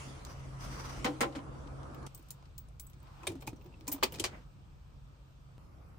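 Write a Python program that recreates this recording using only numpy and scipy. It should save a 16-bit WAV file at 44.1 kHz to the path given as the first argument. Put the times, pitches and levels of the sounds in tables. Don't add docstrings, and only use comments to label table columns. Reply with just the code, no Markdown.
import sys
import numpy as np
from scipy import signal
from scipy.fft import rfft, irfft, next_fast_len
from scipy.io import wavfile
from scipy.ndimage import uniform_filter1d, map_coordinates

SR = 44100
rng = np.random.default_rng(int(sys.argv[2]) if len(sys.argv) > 2 else 0)


def level_to_linear(level):
    exponent = np.asarray(level, float) / 20
    return 10 ** exponent


def persist_wave(psi):
    counts = np.round(np.clip(psi, -1, 1) * 32767).astype(np.int16)
    wavfile.write(sys.argv[1], SR, np.atleast_2d(counts).T)


N = 263718

# start in seconds, clack in dB, wood and brightness in dB against the clack.
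BOTTLE_TOUCHES = [
    (1.046, -26.5, 1.5, -4.5),
    (1.0614, -32.5, 9.9, -45),
    (1.2077, -25.5, 4, 1),
    (1.2294, -33, 8.5, -27),
    (1.3244, -52, 2, -36),
    (1.352, -39, 2, -14),
    (1.361, -43, 2, -10),
    (1.385, -49, 6, -26),
]
# start in seconds, clack in dB, blades and rings in dB against the clack.
AIR_CLINKS = [(1.6735, -49.5, -11, -40), (1.832, -49.5, -9, -25), (1.946, -50, -21, 1),
              (2.029, -56, -4, -9), (2.066, -40, 0, -21), (2.1484, -61.5, 18.5, 23.5),
              (2.1772, -59.5, -2, 15), (2.1944, -65, 6, -3), (2.227, -67, 9, 8), (2.2867, -58, 5, 2),
              (2.3067, -52, 18, 20.5), (2.315, -50.5, -2, 4), (2.456, -55, -30, -31),
              (2.5812, -54, 14.5, 17), (2.6862, -71.5, 18, -11), (2.798, -49.5, 15, 3),
              (2.8677, -70.5, 18, 24), (2.899, -64, 8, 14), (2.934, -57, -0.5, -27), (3.0014, -70, 1, -13),
              (3.03, -65, -10, 10), (3.072, -55, -29.5, -28)]
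# start in seconds, clack in dB, wood, blades and rings in dB against the clack.
PANEL_RAPS = [(3.233, -56.5, 11.5, 4, -9), (3.2702, -29, -0.5, 0.5, -7), (3.4226, -48.5, 1.5, -7, -2),
              (3.4743, -37, -2, 2, -1), (3.8792, -43.5, 4, 14.5, 14.5), (3.9178, -36.5, -7.5, 6, 9.5),
              (3.9243, -40.5, -7.5, 5, 16), (3.929, -41, -3, 2.5, 16.5), (3.938, -49, -9, 2.5, 11.5),
              (4.028, -25.5, 7, -20, -15.5), (4.0329, -14, -15.5, -12, -6.5), (4.123, -45.5, -25, 4, 8),
              (4.141, -39.5, -7, -6, -14), (4.147, -42, -5, -3, -14), (4.157, -44, -16.5, -3.5, -3),
              (4.1984, -29, -16, 4.5, -11), (4.241, -22, -8, -3.5, -14.5), (4.252, -28, -10.5, -6.5, -13),
              (4.2604, -31, -7, -13, -14)]
# start in seconds, clack in dB, wood and brightness in dB against it.
FUMBLES = [(3.298, -47.5, -24, -0.5), (3.3184, -54, 5, 6.5), (3.3544, -55.5, 7, 1.5),
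           (3.4072, -53.5, -12, 1), (3.469, -48, -10, 2), (3.529, -65, 16, -15), (3.561, -63, -13, 1),
           (3.6127, -59, 2, -14), (3.645, -64, 9, -6), (3.6611, -54, 1, -17), (3.7374, -65, 6, -28),
           (3.871, -44.5, -11.5, 0), (3.897, -53, 12, 2), (3.948, -48, 4, -1.5), (3.962, -52, 8, -4),
           (3.982, -55, 10, -8), (4.012, -54, -6, -20), (4.148, -49, -3.5, -10), (4.186, -41, -7, -11),
           (4.21, -54, -12.5, -2), (4.5327, -72, -3.5, -15.5)]
# start in seconds, clack in dB, wood and brightness in dB against the clack.
DRY_TICKS = [
    (.2512, -39, -6, 3),
    (2.4275, -52, 0, -30),
    (3.8105, -46, -11, -9),
]
RINGS_UNDER_BLADES_DB = {"bottle": -9, "fumble": -5.5, "tick": -8}
RATTLE_LENGTH_S = {"bottle": 0.012, "keys": 0.004, "hook": 0.0063, "fumble": 0.0072, "tick": 0.00066}

# frequency in Hz, level in dB, t60 in seconds.
COUNTER_MODES = [(470, 14, 0.08), (536, 13, 0.21), (786, 18, 0.13), (1033, 15.5, 0.068), (1325, 10, 0.1)]
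# frequency in Hz, level in dB, t60 in seconds.
PANEL_MODES = [(485.6, 5, 0.02), (575, 4.5, 0.065), (823, 1.5, 0.0067), (1000, -11, 0.006),
               (1150, -6.5, .03)]
# frequency in Hz, level in dB, t60 in seconds.
SHANK_MODES = [(1900, -4, .005), (2300, 0, .006), (3100, 0, .005), (4100, -3, .004), (5200, -4, .004)]
# frequency in Hz, level in dB, t60 in seconds.
BLADE_MODES = [(6200, -2, .004), (7300, 0, .005), (8300, 0, .005), (9300, -2, .004), (10000, -4, .005)]
# frequency in Hz, level in dB, t60 in seconds.
SPLIT_RING_MODES = [(12600, -3, .005), (13300, 0, .005), (14300, -2, .004), (15200, -1, .006),
                    (15750, 0, .008)]
# frequency in Hz, t60 in seconds.
WALL_DECAY = [(200, 0.15), (2000, 0.11), (8000, 0.1), (16000, 0.063)]
# frequency in Hz, left-right likeness from -1 to 1.
CONTACT_LIKENESS = [(300, 1), (640, 0.5), (1400, 0.044), (3000, 0.1), (7000, 0.096), (15000, .3)]

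# start in seconds, peak in dB, frequency in Hz, t60 in seconds.
BOARD_THUDS = [(1.05, -19.5, 255, 0.043), (1.082, -30, 313.3, 0.25), (1.211, -27, 249, 0.12),
               (1.244, -34.5, 315.8, 0.33), (1.361, -33, 271.3, 0.17), (2.193, -46, 340, 0.035),
               (3.224, -51, 323, 0.35), (3.277, -34.5, 374, 0.17), (3.285, -36.5, 97, 0.17),
               (3.299, -38.5, 340, 0.25), (3.482, -35, 103, 0.12), (4.04, -33, 255.5, 0.09),
               (3.352, -37, 279, 0.11), (3.476, -30.5, 320, 0.044), (3.53, -29, 292, 0.033),
               (3.654, -49, 348, 0.17), (3.81, -51.5, 330, 0.22), (3.881, -36, 281.3, 0.22),
               (3.941, -32, 280, 0.09), (4.031, -25.5, 378, 0.079), (4.201, -21.5, 375, 0.03),
               (4.212, -31, 298, 0.047), (4.245, -37.5, 364, 0.15)]
# start in seconds, peak
# in dB, frequency in Hz.
DANGLING_PINGS = [(2.149, -51, 8130), (2.149, -60, 15170), (2.178, -57, 15300), (2.306, -54, 7200),
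                  (2.58, -42, 15740), (1.047, -36, 2045), (1.21, -29.5, 2050), (2.31, -54, 14100),
                  (2.798, -55, 7800), (2.798, -51, 13000), (2.798, -52, 10400), (2.9, -66, 12900),
                  (3.423, -61, 15670), (3.88, -43, 1000), (3.88, -38, 15500), (3.94, -43.5, 15200),
                  (4.123, -54.5, 10340), (4.036, -47, 15600)]
# start in seconds, peak in dB, frequency in Hz.
GRIPPED_PINGS = [(2.87, -47, 7900), (3.002, -59, 8150), (3.272, -26, 2400), (3.272, -27.5, 3670),
                 (3.272, -30, 9620), (3.272, -31, 8500), (3.881, -31.5, 7300), (4.123, -43, 2970),
                 (4.241, -37, 9300), (4.198, -39, 9100), (3.476, -35, 2467), (3.477, -33, 866),
                 (3.233, -44, 2550), (3.424, -49, 2450), (3.882, -38.5, 2480), (4.157, -44, 2540),
                 (3.565, -58, 5770), (3.613, -57, 2700), (3.62, -60, 15100), (3.642, -60, 14800),
                 (3.662, -58, 15000), (3.412, -56, 8000), (3.42, -56, 12700), (3.803, -60, 15500),
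                 (3.725, -58, 2700), (3.74, -51, 2650), (3.925, -24, 13150), (4.036, -20, 4690),
                 (4.198, -29, 3130), (4.243, -27, 4880)]
# start in seconds, peak in dB, frequency in Hz.
LINGERING_PINGS = [
    (1.062, -34, 500),
    (1.212, -38, 790),
    (1.226, -36, 540),
    (2.799, -50, 15720),
    (2.799, -60, 12650),
    (3.235, -51, 1005),
]

# time in seconds, level
# in dB.
SHAKE_LEVEL = [
    (.252, -62),
    (.272, -54),
    (.32, -57),
    (.35, -63),
               (.595, -69),
    (0.609, -48.5),
    (.7, -55),
    (.8, -50.5),
    (.9, -47.5),
    (1.0, -54),
    (1.04, -74),
]
# frequency in Hz, width in Hz, level in dB.
SHIVER_BODY = [(1080, 470, 7.5), (4940, 220, 2), (5830, 210, 4.5), (14100, 3400, -17)]
# time in seconds, level in dB.
PRESS_LEVEL = [
    (3.2, -73),
    (3.29, -44.5),
    (3.4, -57),
    (3.5, -55),
    (3.6, -56),
    (3.8, -59),
    (4.05, -51.5),
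    (4.25, -47),
    (4.42, -60),
]
# frequency in Hz, width in Hz, level in dB.
BOARD_BODY = [(94.5, 30, 3), (237, 110, -2), (340, 110, -1), (520, 200, -8), (950, 120, -14)]
# time in seconds, level in dB.
REACH_LEVEL = [
    (3.0, -72),
    (3.08, -61),
    (3.16, -65),
    (3.24, -54),
    (3.27, -86),
]
# frequency in Hz, width in Hz, level in dB.
KNUCKLE_BODY = [(850, 270, 1), (1270, 530, -2.5)]
# time in seconds, level in dB.
RELEASE_LEVEL = [
    (4.27, -58),
    (4.3, -56),
    (4.35, -55),
    (4.39, -60),
    (4.44, -76),
]
# frequency in Hz, width in Hz, level in dB.
POUCH_BODY = [(595, 350, -4.5), (1400, 540, -6), (2050, 450, -6), (2640, 830, -14.5)]

SCENE_CHANGES_S = [
    2.075,
    5.5809,
]
# rumble, cabin air, rustle, top hiss and hum, all in dB.
SHOT_LEVELS = [
    (-50, -52.5, -69.5, -90, -45.5),
    (-55.5, -70.5, -78, -89, -56.5),
    (-55, -67.5, -78.5, -86.5, -66),
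]
# time in seconds, level in dB over rest.
BUSTLE = [(0, 16.5), (.12, 9.5), (.31, 3.5), (.58, 4.5), (.62, 11), (1.03, 11.5), (1.17, 5.5), (1.42, 1),
          (2.07, 1.5), (2.1, 6), (2.83, 0), (3.27, 9.5), (3.44, 2.5), (3.92, 3.5), (4.07, 9), (4.23, 14.5),
          (4.36, 8), (4.47, 1.5)]
AIR_GROWTH = [0.34, 0.65, 1.0]
HISS_GROWTH = [0.88, 0.83, .7]
# frequency in Hz, density in dB per Hz.
COUNTER_RUSTLE = [(880, -11), (1500, -12.5), (2050, -5.5), (3980, -13.5), (5960, -13), (6880, -16),
                  (9710, -18), (11200, -24.5), (14600, -66), (22000, -120)]
# frequency in Hz, density in dB per Hz.
WALL_RUSTLE = [(880, -20.5), (1500, -5.5), (2090, -9), (2300, -4.5), (4930, -10.5), (7340, -16),
               (8140, -13), (10000, -26.5), (13000, -55), (22000, -120)]
# frequency in Hz, density in dB per Hz.
RUMBLE_SPECTRUM = [(12, -55), (20, -12), (53, 8), (107, 0), (134, -2), (157, -1.5), (239, -19.5),
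                   (260, -27.5), (340, -66.5), (570, -120)]
# frequency in Hz, density in dB per Hz.
AIR_SPECTRUM = [(110, -37.5), (180, -8), (298, -2), (403, -9), (469, -7), (841, -10), (1280, -9.5),
                (2000, -28.5), (2600, -65), (4400, -120)]
# frequency in Hz, density in dB per Hz.
HISS_SPECTRUM = [(6940, -49.5), (11800, -11), (12600, -6.5), (14200, -8), (15800, -12), (16800, -17.5)]
# frequency in Hz, left-right likeness from -1 to 1.
BACKGROUND_LIKENESS = [(35, 1), (70, 0.87), (180, 0.6), (550, 0.14), (1650, -0.17), (4970, 0.16),
                       (15000, 0.06)]
# lower edge in Hz, upper edge in Hz, gate in dB.
FAINT_BANDS = [(9700, 11500, -95), (12000, 12900, -99), (15100, 17000, -92)]


def bottle_on_counter():
    return contacts(struck(BOTTLE_TOUCHES, "bottle"), COUNTER_MODES, wood_db=-5, pan_db=0.5, wet_db=-7)


def keys_in_air():
    wood_db, length = -9, RATTLE_LENGTH_S["keys"]
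    table = [(s, db, wood_db, blades, rings, length) for s, db, blades, rings in AIR_CLINKS]
    return contacts(table, PANEL_MODES, wood_db=2.0, pan_db=1.5, wet_db=-10)


def keys_on_panel():
    table = [(*row, RATTLE_LENGTH_S["hook"]) for row in PANEL_RAPS]
    table += struck(FUMBLES, "fumble") + struck(DRY_TICKS, "tick")
    return contacts(table, PANEL_MODES, wood_db=5.0, pan_db=0.5, wet_db=-7.5)


def struck(table, kind):
    below, length = RINGS_UNDER_BLADES_DB[kind], RATTLE_LENGTH_S[kind]
    return [(s, db, wood, bright, bright + below, length) for s, db, wood, bright in table]


def contacts(table, wood, wood_db, pan_db, wet_db):
    out, t = np.zeros((2, N + SR)), np.arange(SR // 5) / SR
    for s, db, knock, clink, tinkle, length in table:
        rattle = uneven_rattle(t, length)
        hit = ring(rattle, SHANK_MODES, ring_db=2.5)
        hit = hit - level_to_linear(knock) * ring(rattle, wood, wood_db)
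        hit = hit - level_to_linear(clink) * ring(rattle, BLADE_MODES, ring_db=-13.5)
        hit = hit + level_to_linear(tinkle) * ring(rattle, SPLIT_RING_MODES, ring_db=-1.5)
        hit = hit * level_to_linear([[pan_db / 2], [-pan_db / 2]])
        out[:, round(s * SR) - 40:][:, :len(t)] += level_to_linear(db - 3.5) * (hit + level_to_linear(wet_db) * walls(hit))
    return out[:, :N]


def uneven_rattle(t, length):
    envelope = (1 - np.exp(-t / 0.0011)) * np.exp(-t / max(length, .001))
    blows = level_to_linear(2.6 * np.minimum(rng.exponential(size=len(t)), 4))
    clumps = level_to_linear(3.5 * np.repeat(rng.standard_normal(len(t) // 60), 60))
    first_touch = 2.03 * np.exp(-t / 0.00033)
    strength = envelope * blows * clumps + first_touch
    return spread(strength * rng.standard_normal((2, len(t))), CONTACT_LIKENESS)


def ring(rattle, body, ring_db):
    lo, hi = body[0][0], body[-1][0]
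    modes = [[(c, 2.2 / t60, db + ring_db + rng.normal(0, 2.5))] for c, db, t60 in body]
    broad = [(np.sqrt(lo * hi), 1.58 * (hi - lo), 0)]

    def response(f):
        return resonances(broad, f) ** 2 * (1 + sum(resonances(mode, f) for mode in modes))

    out = filtered(rattle, response)
    return out / np.abs(out.mean(0)).max()


def walls(x):
    hz, t, z = signal.stft(rng.standard_normal((2, SR // 5)), SR, nperseg=128)
    fade = level_to_linear(-60 * t / along(WALL_DECAY, hz)[:, None])
    tail = signal.istft(z * fade, SR, nperseg=128)[1]
    tail = tail / np.linalg.norm(tail[0])
    delayed = np.pad(x, ((0, 0), (90, 0)))
    return signal.fftconvolve(delayed, tail, axes=1)[:, :x.shape[1]]


def ringing_modes():
    pings = [(*row, 0.27) for row in LINGERING_PINGS]
    pings += [(*row, 0.1) for row in DANGLING_PINGS]
    pings += [(*row, 0.03) for row in GRIPPED_PINGS]
    thuds = notes(BOARD_THUDS, rise=.003, rough=.045, wet_db=-12)
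    return thuds + notes(pings, rise=.001, rough=.065, wet_db=-12)


def notes(table, rise, rough, wet_db):
    out, t = np.zeros((2, N + SR)), np.arange(SR // 4) / SR
    for s, db, hz, t60 in table:
        waver = rough * np.cumsum(rng.standard_normal((2, len(t))), axis=1)
        phase = 2 * np.pi * hz * t + waver[0] + 0.71 * waver * (hz > 1000)
        tone = level_to_linear(db - 60 * t / t60) * (1 - np.exp(-t / rise)) * np.sin(phase)
        out[:, round(s * SR):][:, :len(t)] += tone + level_to_linear(wet_db) * walls(tone)
    return out[:, :N]


def hand():
    out = scrape(SHAKE_LEVEL, SHIVER_BODY, uneven_db=3, clump_db=3, rate=60)
    out += scrape(PRESS_LEVEL, BOARD_BODY, uneven_db=5, clump_db=3, rate=30).mean(0)
    out += scrape(REACH_LEVEL, KNUCKLE_BODY, uneven_db=6.0, clump_db=1.0, rate=32)
    out += scrape(RELEASE_LEVEL, POUCH_BODY, uneven_db=0.0, clump_db=2.0, rate=44)
    return out


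def scrape(curve, modes, uneven_db, clump_db, rate):
    size_db = uneven_db * np.minimum(rng.exponential(size=N), 4)
    touches = rng.standard_normal((2, N)) * level_to_linear(size_db + clump_db * wobble(rate))
    jingle = filtered(touches, lambda f: resonances(modes, f))
    return level_to_linear(curves(curve, -120)[0]) * unit(jingle)


def cabin():
    seconds = np.arange(N) / SR
    shot = np.searchsorted(SCENE_CHANGES_S, seconds)
    rumble_db, air_db, rustle_db, hiss_db, hum_db = np.transpose(SHOT_LEVELS)[:, shot]
    busy, = curves(BUSTLE)
    rumble_db = rumble_db + 0.16 * busy + 1.2 * wobble(4.6)
    air_db = air_db + np.take(AIR_GROWTH, shot) * busy + 0.42 * wobble(7.0)
    air_db = air_db + 3 * (shot == 0) * (seconds - 2)
    hiss_db = hiss_db + np.take(HISS_GROWTH, shot) * busy
    rustle = np.where(shot != 1, rush(COUNTER_RUSTLE, patchy_db=2.5), rush(WALL_RUSTLE, patchy_db=1.0))
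    out = level_to_linear(rumble_db) * rush(RUMBLE_SPECTRUM, patchy_db=0.1)
    out += level_to_linear(air_db) * rush(AIR_SPECTRUM, patchy_db=1.5)
    out += level_to_linear(rustle_db + busy) * rustle
    out += level_to_linear(hiss_db) * rush(HISS_SPECTRUM, patchy_db=-2.5)
    return out + fridge_hum(hum_db)


def fridge_hum(level_db):
    phase = 2 * np.pi * np.cumsum(133.9 + 1.2 * wobble(7)) / SR
    return level_to_linear(level_db - 3 + 2 * wobble(9)) * np.sin(phase)


def rush(spectrum, patchy_db):
    z = signal.stft(rng.standard_normal((2, N)), nperseg=512)[2]
    field = uniform_filter1d(rng.standard_normal(z.shape[1:]), 6, 0)
    field = uniform_filter1d(field, 12, 1)
    pair = signal.istft(z * level_to_linear(patchy_db * unit(field)), nperseg=512)[1][:, :N]
    pair = filtered(spread(pair, BACKGROUND_LIKENESS), lambda hz: level_to_linear(along(spectrum, hz)))
    return pair / np.std(pair.mean(0))


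def splice():
    level_db, settles_s, swing_hz = -44.5, 0.014, 60
    t = np.arange(N) / SR - SCENE_CHANGES_S[1]
    return -level_to_linear(level_db) * (t >= 0) * np.exp(-np.abs(t) / settles_s) * np.cos(2 * np.pi * swing_hz * t)


def unit(x):
    return x / np.sqrt(np.mean(x ** 2) + 1e-20)


def along(points, hz):
    f, v = np.transpose(points)
    return np.interp(np.log(hz + 1), np.log(f + 1), v)


def curves(rows, outside=None):
    s, *cols = np.transpose(rows)
    return [np.interp(np.arange(N) / SR, s, c, outside, outside) for c in cols]


def wobble(rate):
    knots = rng.standard_normal(int(N * rate / SR) + 4)
    return map_coordinates(knots, [np.arange(N) * rate / SR])


def filtered(x, response):
    n = x.shape[-1]
    m = next_fast_len(n + SR // 16)
    return irfft(rfft(x, m) * response(np.fft.rfftfreq(m, 1 / SR)), m)[..., :n]


def resonances(modes, f):
    total = 0
    for k, (c, w, db) in enumerate(modes):
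        total = total + (-1) ** k * level_to_linear(db) * 1j * f * w / (c * c - f * f + 1j * f * w)
    return total


def spread(pair, alike):
    def weights(hz):
        turn = np.arccos(np.clip(along(alike, hz), -1, 1)) / 2
        return np.array([np.cos(turn), np.sin(turn)])

    mid, side = filtered(pair, weights)
    return np.array([mid + side, mid - side])


def scene():
    hits = bottle_on_counter() + keys_in_air() + keys_on_panel()
    return hits + ringing_modes() + hand() + cabin() + splice()


def drop_faint_bands(x):
    for lo, hi, gate_db in FAINT_BANDS:
        edge = filtered(x, lambda hz: (hz > lo) & (hz < hi))
        faint = np.abs(uniform_filter1d(edge ** 2, size=1024)) < level_to_linear(2 * gate_db)
        x = x - edge * uniform_filter1d(1. * faint, size=256)
    return x


def sudden_attacks(x):
    power = np.abs(uniform_filter1d(np.diff(x.mean(0), prepend=0) ** 2, size=128))
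    before = np.roll(uniform_filter1d(power, size=512), shift=384)
    opened = uniform_filter1d(1. * (power > level_to_linear(2 * 6) * before), size=round(.003 * SR))
    return np.clip(3 * opened, 0, 1)


def masked(x):
    hz, _, z = signal.stft(x, SR, nperseg=512)
    power = np.mean(np.abs(z[:, :256]) ** 2, axis=0)
    power = power.reshape(32, 8, -1).mean(axis=1)
    keep = power > level_to_linear(2 * -30) * power[3:].max(axis=0)
    keep = np.repeat(keep, 8, axis=0) | (hz[:256, None] < 9600)
    return signal.istft(z * np.pad(keep, ((0, 1), (0, 0))), SR, nperseg=512)[1][:, :N]


def low_pass(x):
    return signal.sosfilt(signal.butter(12, 16960, fs=SR, output="sos"), x)


def record(dry):
    gap = [(10600, 0), (10950, -34.5), (12250, -40.0), (12600, -0.5)]  # (Hz, dB)
    top = [(15800, 0), (16100, -19.5), (16900, -31.0), (17500, -59.5)]  # (Hz, dB)
    full = filtered(dry, lambda hz: level_to_linear(along(top, hz)))
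    hollow = drop_faint_bands(filtered(full, lambda hz: level_to_linear(along(gap, hz))))
    heard = hollow + level_to_linear(-10) * sudden_attacks(full) * (full - hollow)
    return low_pass(masked(heard))


dry = scene()
out = record(dry)
persist_wave(out)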